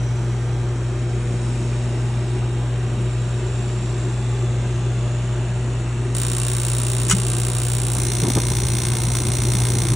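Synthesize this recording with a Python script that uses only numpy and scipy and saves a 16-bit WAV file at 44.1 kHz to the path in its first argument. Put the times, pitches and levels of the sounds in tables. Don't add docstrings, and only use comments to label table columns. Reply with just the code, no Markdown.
import sys
import numpy as np
from scipy import signal
from scipy.fft import rfft, irfft, next_fast_len
from scipy.io import wavfile
from scipy.ndimage import uniform_filter1d

SR = 44100
rng = np.random.default_rng(int(sys.argv[2]) if len(sys.argv) > 2 else 0)


def decibels_to_gain(level_db):
    exponent = np.asarray(level_db, float) / 20
    return 10 ** exponent


def transcribe(u):
    v = np.clip(np.atleast_2d(u).T, -1, 1)
    q = np.round(v * 32767).astype(np.int16)
    wavfile.write(sys.argv[1], SR, q)


N = 438794
T = np.arange(N) / SR

# [t/s, hum gain/dB, intake hiss gain/dB]
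LISTENER = [(0, 1.5, -3.5), (.9, 0, -2.5), (1.5, 0.5, 2), (2.7, 1, -1), (3.85, -0.3, 1.5), (4.6, 2, 0.5),
            (5.9, -0.5, -0.5), (6.9, 1.5, 3), (8.8, -0.1, -7), (9.95, 3, -5)]
# [f/Hz, level/dB per Hz]
DRAUGHT = [(28, -49), (38, -26), (50, -10), (75, 0.5), (140, -5.5), (180, -2), (300, -9.5), (365, 1),
           (450, -13), (700, -14), (1000, -17.5), (1600, -22), (2500, -24), (9000, -81)]
# [f/Hz, level/dB per Hz]
INTAKE = [(760, -35), (1300, -5.5), (2330, -12.5), (2800, -7), (3900, -9.5), (4600, -14), (4950, -18.5),
          (5300, -11.5), (6500, -10.5), (7300, -8), (8600, -12), (10100, -20), (10700, -51), (15700, -31.5),
          (16000, -98)]
# [f/Hz, width/Hz, level/dB, t/s, span/s]
DUCTS = [(1905, 61, 8, 4, 6), (2700, 140, 9, 5.7, 6.6), (3490, 53, 6, 2.8, 8.8), (3870, 85, 7, 4, 6.5),
         (5900, 140, 9, .3, 1.1), (7700, 90, 8.5, .4, .9), (7550, 50, 4, .4, .8), (7000, 120, 3, 1.2, .5),
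         (7720, 100, 4, 1.9, .6), (7350, 120, 6, 2.7, .7), (8400, 60, 5.5, 2.8, 1.8),
         (8800, 60, 6, 2.3, 1.3), (7280, 140, 8.5, 4, 0.74), (7640, 120, 9, 3.9, .5),
         (6990, 150, 8.5, 5, 1.5), (7720, 90, 7.5, 5.7, .6), (7100, 70, -2, 6.8, .7),
         (8700, 60, 3, 5.6, .8), (6230, 60, 9.5, 5.1, 1)]
DRAUGHT_DB, HISS_DB = -31.5, -43
BEAM_HZ, LOW_SHARE = 5000, 0.41

MAINS_HZ, SHAFT_HZ = 59.975, 56.5
# [multiple of the hum, multiple of the shaft, level/dB against the hum]
MOTOR = [(0, 2, -21), (1, -1, -24), (1, 1, -33.5), (3, 0, -23), (4, 0, -28), (5, 0, -30.5), (0, 10, -43.5),
         (6, 0, -34.5), (7, 0, -34), (0, 17, -39), (0, 21, -36), (1, 20, -38), (0, 28, -37)]
HUM_DB, SHAFT_DB = -22.5, -31
SECOND_DB, ANTINODE_S, ANTINODE_WIDE_S, ANTINODE_DB = -26, 1.63, 0.49, 9.5

FIRST_SPARK_S, LIT_S = 6.1503, 8.0
# [f/Hz, level/dB per Hz]
COLD = [(500, -35), (1000, -3), (2100, -11), (3700, -7), (4900, -11), (5700, -8), (8200, -7.5), (9500, 1),
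        (10200, -11), (11900, -25.5), (13200, -22), (14000, -13.5), (15650, -9.5), (16000, -33),
        (16700, -33.5)]
# [f/Hz, level/dB per Hz]
HOT = [(500, -33.5), (1000, -6), (2100, -8.5), (3000, -11), (3700, -7), (5000, -12), (5800, -4),
       (7500, -7.5), (9000, 2.5), (10300, -6.5), (12300, -34), (13500, -18.5), (15600, -11.5),
       (16000, -25.5), (16700, -32)]
# [f/Hz, width/Hz, level/dB over the colour]
COLD_RINGS = [(2720, 83, 2.5), (3080, 27, 9.5), (3686, 34, 10.5), (3890, 120, 5), (5660, 55, 8.5),
              (5860, 120, 5), (6850, 89, 10), (7460, 140, 11.5), (7870, 70, 7.5), (8300, 68, 8),
              (8570, 43, -1), (8880, 290, 10), (9300, 200, -4), (15800, 260, 3)]
# [f/Hz, width/Hz, level/dB over the colour]
HOT_RINGS = [(2130, 44, 10.7), (2600, 350, 3.2), (3460, 51, 6.7), (3700, 170, 5.4), (4170, 190, 7.4),
             (4730, 230, 2), (5370, 100, 3), (5860, 98, 10.3), (6320, 53, 6.6), (7030, 120, 7.7),
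             (7700, 150, 2.7), (8240, 200, 4), (8600, 200, 0.5), (15500, 270, 6)]
# [t/s, level/dB over SPLIT_HZ, level/dB under it]
COLD_ECHOES = [(0, 3, -9), (.00046, -1, 0), (.001, -10, -1), (.0015, -7, -12), (.002, -6, -20),
               (.003, -10, -14), (.0038, -12, -4), (.0084, -20, -4)]
# [t/s, level/dB over SPLIT_HZ, level/dB under it]
HOT_ECHOES = [(0, 1, -6), (.00035, -4, -1), (.001, -6, 1), (.0015, -5, -8), (.002, -4, -9),
              (.0025, -5, -12), (.0032, -8, -9), (.0045, -12, -14)]
SPLIT_HZ = 5300
SPARK_DB, FRESH_DB, SETTLE_S = -30.5, 1.5, 0.59

# [t/s, level/dB, low share/dB, stem share/dB, rise/s]
CLACKS = [
    (7.0885, -24, -15, -10, .001),
    (7.0962, -13, -15, -8, .003),
    (7.1075, -14, -15, 8, .003),
    (7.1123, -14, 13, 4, .001),
    (7.122, -14.5, 9, 0, .002),
]
# [f/Hz, level/dB, t60/s]
VALVE_HIGH = [(6240, 6, 0.025), (7000, -1, 0.031), (6940, 10, 0.025), (7830, 7, 0.03), (8550, 7, 0.021),
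              (5700, 1, 0.035), (9450, 4, 0.032)]
# [f/Hz, level/dB, t60/s]
VALVE_LOW = [(1320, 3, 0.045), (1480, -4.5, 0.04), (2134, -9.5, 0.1), (1842, -13, 0.02)]
# [f/Hz, level/dB, t60/s]
STEM = [(2950, 3.5, 0.056), (3180, -1, .04)]
# [f/Hz, level/dB per Hz]
RATTLE = [(400, -28), (1000, -2), (2000, -1), (3000, -4), (4800, -8.5), (7000, 0), (9500, -6), (12000, -21),
          (15500, -19), (17000, -48)]
# [t/s, f/Hz, level/dB, t60/s]
THUMP = [
    (7.119, 175, -14, 0.23),
    (7.1216, 196.6, -17.5, 0.36),
]

# [f/Hz, level/dB per Hz]
ROAR = [(26, -49), (40, -14), (60, 6.5), (100, 6.5), (190, 0.5), (260, -8), (340, -3), (500, -22.5),
        (1000, -17), (2500, -56), (8000, -85)]
CATCH_S, SPREAD_S, FAINT_DB, FULL_DB, GROWTH_DB_PER_S = 7.97, 0.71, -38, -27, 0.5
TUBE_HZ, TUBE_WIDE_HZ, TUBE_DB, TUBE_WARM_S = 342, 35, -11.5, 1.5
# [t/s, level/dB, start pitch/Hz, length/s]
WHOOMPS = [
    (8.224, -18, 170, 0.022),
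    (8.237, -18, 435, 0.012),
    (8.281, -16, 322, 0.014),
    (8.298, -17, 145, .014),
    (8.362, -11, 214, 0.009),
    (8.3757, -15, 444, 0.0069),
    (8.508, -25.5, 250, 0.012),
    (9.079, -20.5, 250, 0.0096),
]
SAG = 0.59
# [t/s, level/dB, length/s]
POPS = [
    (8.221, -23, 0.068),
    (8.267, -22, 0.03),
    (8.3, -22, 0.012),
    (8.35, -22.5, 0.037),
    (8.367, -18, 0.027),
    (8.505, -25.5, 0.023),
    (7.937, -28.5, 0.089),
]
# [f/Hz, level/dB per Hz]
PUFF = [(30, -35), (80, 2.5), (170, -1), (350, -1.5), (600, -15.5), (1000, -13.5), (2000, -34), (7000, -78)]

# [f/Hz, likeness 0..1]
SAME = [(300, 1.0), (450, .99), (800, .84), (1700, .99), (2050, .95), (2500, .6), (3100, .3), (3800, .7),
        (4700, .3), (5300, .45), (5800, .95), (7500, .9), (9200, .93), (10500, .78), (12500, .97),
        (15500, .8)]
# [f/Hz, phase/rad]
LEAD = [(2000, 0), (2800, .4), (3300, 0), (4300, 0), (5000, 2.6), (5400, .2), (6200, 0), (8000, -1.05),
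        (10000, -2), (11300, -3.1), (13500, -3.15), (15500, -4.1)]
# [f/Hz, level/dB]
TILT = [(40, 0.45), (150, 0.86), (400, 1.8), (800, -1.1), (1600, -0.016), (2600, 0), (4000, -0.5),
        (5300, -1.4), (6000, 0.52)]
# [low f/Hz, high f/Hz, threshold/dB in long blocks, in short blocks]
FAINT = [(4800, 5100, -75, -72), (9300, 9700, -77, -80), (9700, 10000, -75, -76), (10000, 10300, -76, -74),
         (10300, 10700, -74, -71), (10700, 11500, -72, -68), (11500, 12600, -74, -70),
         (12600, 13700, -72, -66), (13700, 14500, -69, -60), (14500, 15200, -69, -59),
         (15200, 15900, -70, -59), (15900, 16700, -60, -65), (16700, 22100, 0, -55)]
SIDE_SPARE_DB, SPARE_FROM_HZ = (13, 9), 8400


def evened(x):
    return x / np.sqrt(np.mean(x ** 2) + 1e-20)


def read(points, hz):
    f, value = np.transpose(points)
    return np.interp(np.log(hz + 1), np.log(f + 1), value)


def add(mix, s, sound):
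    part = mix[..., round(s * SR):][..., :sound.shape[-1]]
    part += sound[..., :part.shape[-1]]


def coloured(x, colour):
    size = next_fast_len(x.shape[-1] + 2048)
    gain = decibels_to_gain(read(colour, np.fft.rfftfreq(size, 1 / SR)))
    return irfft(rfft(x, size) * gain, size)[..., :x.shape[-1]]


def wander(hz):
    steps = np.arange(0, T[-1] + 1, 1 / hz)
    drift = np.interp(T, steps, rng.standard_normal(len(steps)))
    return evened(uniform_filter1d(drift, size=999))


def listener(column):
    rows = np.transpose(LISTENER)
    return decibels_to_gain(np.interp(T, rows[0], rows[column]))


def air(colour, patchy_db, size, count, ducts=(), length=N):
    frames, hz = length // 512 + 5, np.fft.rfftfreq(2048, 1 / SR)
    a, b, c, d, patches = rng.standard_normal((frames, 1025, 5)).T
    field_db = patchy_db * evened(uniform_filter1d(uniform_filter1d(patches, size, 0), count, 1))
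    frame_s = np.arange(frames) * 512 / SR
    for centre, width, db, s, span in ducts:
        peak_db = db / (1 + (2 * (hz - centre) / width) ** 2)
        field_db += np.outer(peak_db, np.exp(-((frame_s - s) / span) ** 2))
    z = np.array([a + 1j * b, c + 1j * d]) * decibels_to_gain(read(colour, hz)[:, None] + field_db)
    return evened(signal.istft(z, nperseg=2048, noverlap=1536)[1][:, :length])


def blower():
    throb = 1 + 0.084 * np.cos(2 * np.pi * SHAFT_HZ * T) + 0.11 * np.cos(4 * np.pi * MAINS_HZ * T)
    whole = air(INTAKE, patchy_db=3.0, size=3, count=100, ducts=DUCTS)
    low = signal.sosfiltfilt(signal.butter(2, BEAM_HZ, fs=SR, output="sos"), whole)
    near = listener(2)
    hiss = evened(low * near ** LOW_SHARE + (whole - low) * near) * throb * decibels_to_gain(HISS_DB)
    return decibels_to_gain(DRAUGHT_DB) * air(DRAUGHT, patchy_db=1.5, size=5, count=12) + hiss


def motor():
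    hum = 4 * np.pi * MAINS_HZ * T
    shaft = 2 * np.pi * np.cumsum(SHAFT_HZ + 0.0516 * wander(2.5)) / SR
    sides = np.zeros(N)
    for m, k, db in MOTOR:
        sides += decibels_to_gain(db + 2.75 * wander(4.5)) * np.sin(m * hum + k * shaft + 1.3 * wander(28))
    swell = np.exp(-((T - ANTINODE_S) / ANTINODE_WIDE_S) ** 4)
    second = decibels_to_gain(SECOND_DB + ANTINODE_DB * swell) * np.sin(2 * hum + .5 * wander(6.5))
    hums = decibels_to_gain(HUM_DB) * listener(1) * (np.sin(hum) + sides + second)
    return np.sqrt(2) * (hums + decibels_to_gain(SHAFT_DB) * np.sin(shaft))


def crack(colour, rings, echoes, tail_db, t60):
    t, hz = np.arange(4096) / SR, abs(np.fft.fftfreq(4096, 1 / SR))
    clicks = np.zeros((2, 2, 4096))
    for s, *db in echoes:
        far = s > .0006
        at = (40 + s * SR * rng.uniform(0.93, 1.07, 2) ** far).astype(int)
        clicks[:, [0, 1], at] += decibels_to_gain(np.array(db))[:, None] * rng.choice([-1, 1], 2) ** far
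    tail = decibels_to_gain(tail_db - 60 * t / t60) * rng.standard_normal((2, 4096))
    clicks += tail * np.clip((t - 40 / SR) / .001, 0, 1)
    high, low = np.fft.fft(clicks)
    z = high + (low - high) / (1 + (hz / SPLIT_HZ) ** 12)
    z /= np.sqrt(uniform_filter1d(abs(z) ** 2, size=16, mode="wrap"))
    tops = 1
    for centre, width, db in rings:
        tops = tops + (decibels_to_gain(2 * db) - 1) / (1 + (2 * (hz - centre) / width) ** 2)
    gain = np.log(decibels_to_gain(read(colour, hz)) * np.sqrt(np.maximum(tops, .1)))
    return evened(np.fft.ifft(z * np.exp(np.conj(signal.hilbert(gain)))).real)


def arcs(colour, rings, echoes, tail_db, t60):
    return [crack(colour, rings, echoes[2 * (k > 0):], tail_db, t60) for k in range(7)]


def igniter():
    cycles = np.arange(int((T[-1] - FIRST_SPARK_S) * MAINS_HZ) + 1)
    late, size, path = rng.standard_normal((len(cycles), 3)).T
    at = FIRST_SPARK_S - 40 / SR + cycles / MAINS_HZ + 0.0001 * late
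    stray = 1 + (abs(path) * 99).astype(int) % 6
    cold = arcs(COLD, COLD_RINGS, COLD_ECHOES, tail_db=-22, t60=.05)
    hot = arcs(HOT, HOT_RINGS, HOT_ECHOES, tail_db=-17.5, t60=.045)
    out = np.zeros((2, N))
    for s, db, k in zip(at, size, stray):
        lit = np.pi / 2 * np.clip((s - LIT_S) / .2 + .5, 0, 1)
        cold_spark = decibels_to_gain(.6 * db) * np.cos(lit) * (cold[0] + .5 * cold[k])
        hot_spark = decibels_to_gain(1.1 * db) * np.sin(lit) * (hot[0] + .75 * hot[k])
        add(out, s, cold_spark + hot_spark)
    fresh_db = FRESH_DB * np.exp(-abs(T - FIRST_SPARK_S) / SETTLE_S)
    return decibels_to_gain(SPARK_DB + fresh_db) * out / np.sqrt(np.mean(out[:, round(FIRST_SPARK_S * SR):] ** 2))


def ring(modes, t):
    out = 0
    for hz, db, t60 in modes:
        out = out + decibels_to_gain(db - 60 * t / t60) * np.sin(2 * np.pi * (hz * t + rng.random((2, 1))))
    return out


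def valve():
    t, out = np.arange(9000) / SR, np.zeros((2, N))
    for s, db, low_db, stem_db, rise in CLACKS:
        noise = evened(coloured(rng.standard_normal((2, len(t))), RATTLE))
        rattle = decibels_to_gain(-4.5 - 60 * t / 0.063) * noise
        body = 0.39 * ring(VALVE_HIGH, t)
        body += 0.17 * decibels_to_gain(low_db) * ring(VALVE_LOW, t)
        body += 0.19 * decibels_to_gain(stem_db) * ring(STEM, t)
        add(out, s, decibels_to_gain(db) * (body + rattle) * np.minimum(t / rise, 1))
    for s, hz, db, t60 in THUMP:
        add(out, s, decibels_to_gain(db - 60 * t / t60) * np.sin(2 * np.pi * hz * t) * np.minimum(t / 0.013, 1))
    return out


def flame():
    spread = np.clip((T - CATCH_S) / SPREAD_S, 0, 1)
    growth_db = GROWTH_DB_PER_S * np.maximum(T - CATCH_S - SPREAD_S, 0)
    roar_db = FAINT_DB + (FULL_DB - FAINT_DB) * spread + growth_db
    fire = air(ROAR, patchy_db=3.0, size=9, count=4, length=N // 4)
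    fire = np.pad(fire, ((0, 0), (N - N // 4, 0)))
    out = decibels_to_gain(roar_db) * np.minimum(10 * spread, 1) * fire * decibels_to_gain(0.33 * wander(23))
    peak = signal.iirpeak(TUBE_HZ, TUBE_HZ / TUBE_WIDE_HZ, SR)
    tube = evened(signal.lfilter(*peak, rng.standard_normal((2, N))))
    out += decibels_to_gain(roar_db + TUBE_DB) * np.clip((T - CATCH_S) / TUBE_WARM_S, 0, 1) ** 2 * tube
    for s, db, hz, length in WHOOMPS:
        u = np.arange(0, 1, 1 / (length * SR))
        pulse = np.sin(2 * np.pi * hz * length * (u - SAG * u ** 2 / 2))
        add(out, s, decibels_to_gain(db) * np.sin(np.pi * u ** 0.44) * pulse)
    t = np.arange(4000) / SR
    for s, db, length in POPS:
        puff = evened(coloured(rng.standard_normal((2, len(t))), PUFF))
        add(out, s, decibels_to_gain(db) * puff * (t / length * 6) * np.exp(1 - t / length * 3) / 2)
    return out


def scene():
    return motor() + blower() + igniter() + valve() + flame()


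def thinned(pair, size, luck_db):
    short = int(size < 512)
    hz, _, z = signal.stft(pair, SR, "cosine", size)
    blocks = z.shape[2]
    luck = rng.standard_normal((blocks, len(FAINT) + 1))[np.arange(blocks) // (1 + 7 * short)]
    for k, (low_hz, high_hz, *db) in enumerate(FAINT):
        band = (hz >= low_hz) & (hz < high_hz)
        power = (abs(z[:, band]) ** 2).mean(1) * size / 256
        spare_db = np.array([[0], [SIDE_SPARE_DB[short] / (1 + (low_hz < SPARE_FROM_HZ))]])
        limit_db = db[short] + 1.5 * luck[:, k] + luck_db * luck[:, -1] - spare_db
        z[:, band] *= (power > decibels_to_gain(2 * limit_db))[:, None]
    return signal.istft(z, SR, "cosine", size)[1][:, :pair.shape[1]]


def band_limit(x):
    return signal.sosfilt(signal.butter(12, 17160, fs=SR, output="sos"), x)


def record(dry):
    size = next_fast_len(N)
    hz, (a, b) = np.fft.rfftfreq(size, 1 / SR), rfft(dry, size)
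    same, lead = np.clip(read(SAME, hz), 0, 1), read(LEAD, hz)
    tilt = decibels_to_gain(read(TILT, hz) / 2)
    right = (same * a + np.sqrt(1 - same ** 2) * b) * np.exp(-1j * lead)
    mid = np.sqrt(np.maximum(1 + same * np.cos(lead), .12) / 2)
    ports = irfft(np.array([a * tilt, right / tilt]) / mid, size)[:, :N]
    ports = signal.sosfilt(signal.butter(2, 36, "highpass", fs=SR, output="sos"), ports)
    turn = np.array([[1, 1], [1, -1]])
    pair = turn @ ports / 2
    cut = round(FIRST_SPARK_S * SR) - 300
    before = thinned(pair[:, :cut], size=2048, luck_db=3.5)
    after = thinned(pair[:, cut:], size=256, luck_db=5.5)
    return band_limit(turn @ np.hstack([before, after]))


dry = scene()
out = record(dry)
transcribe(out)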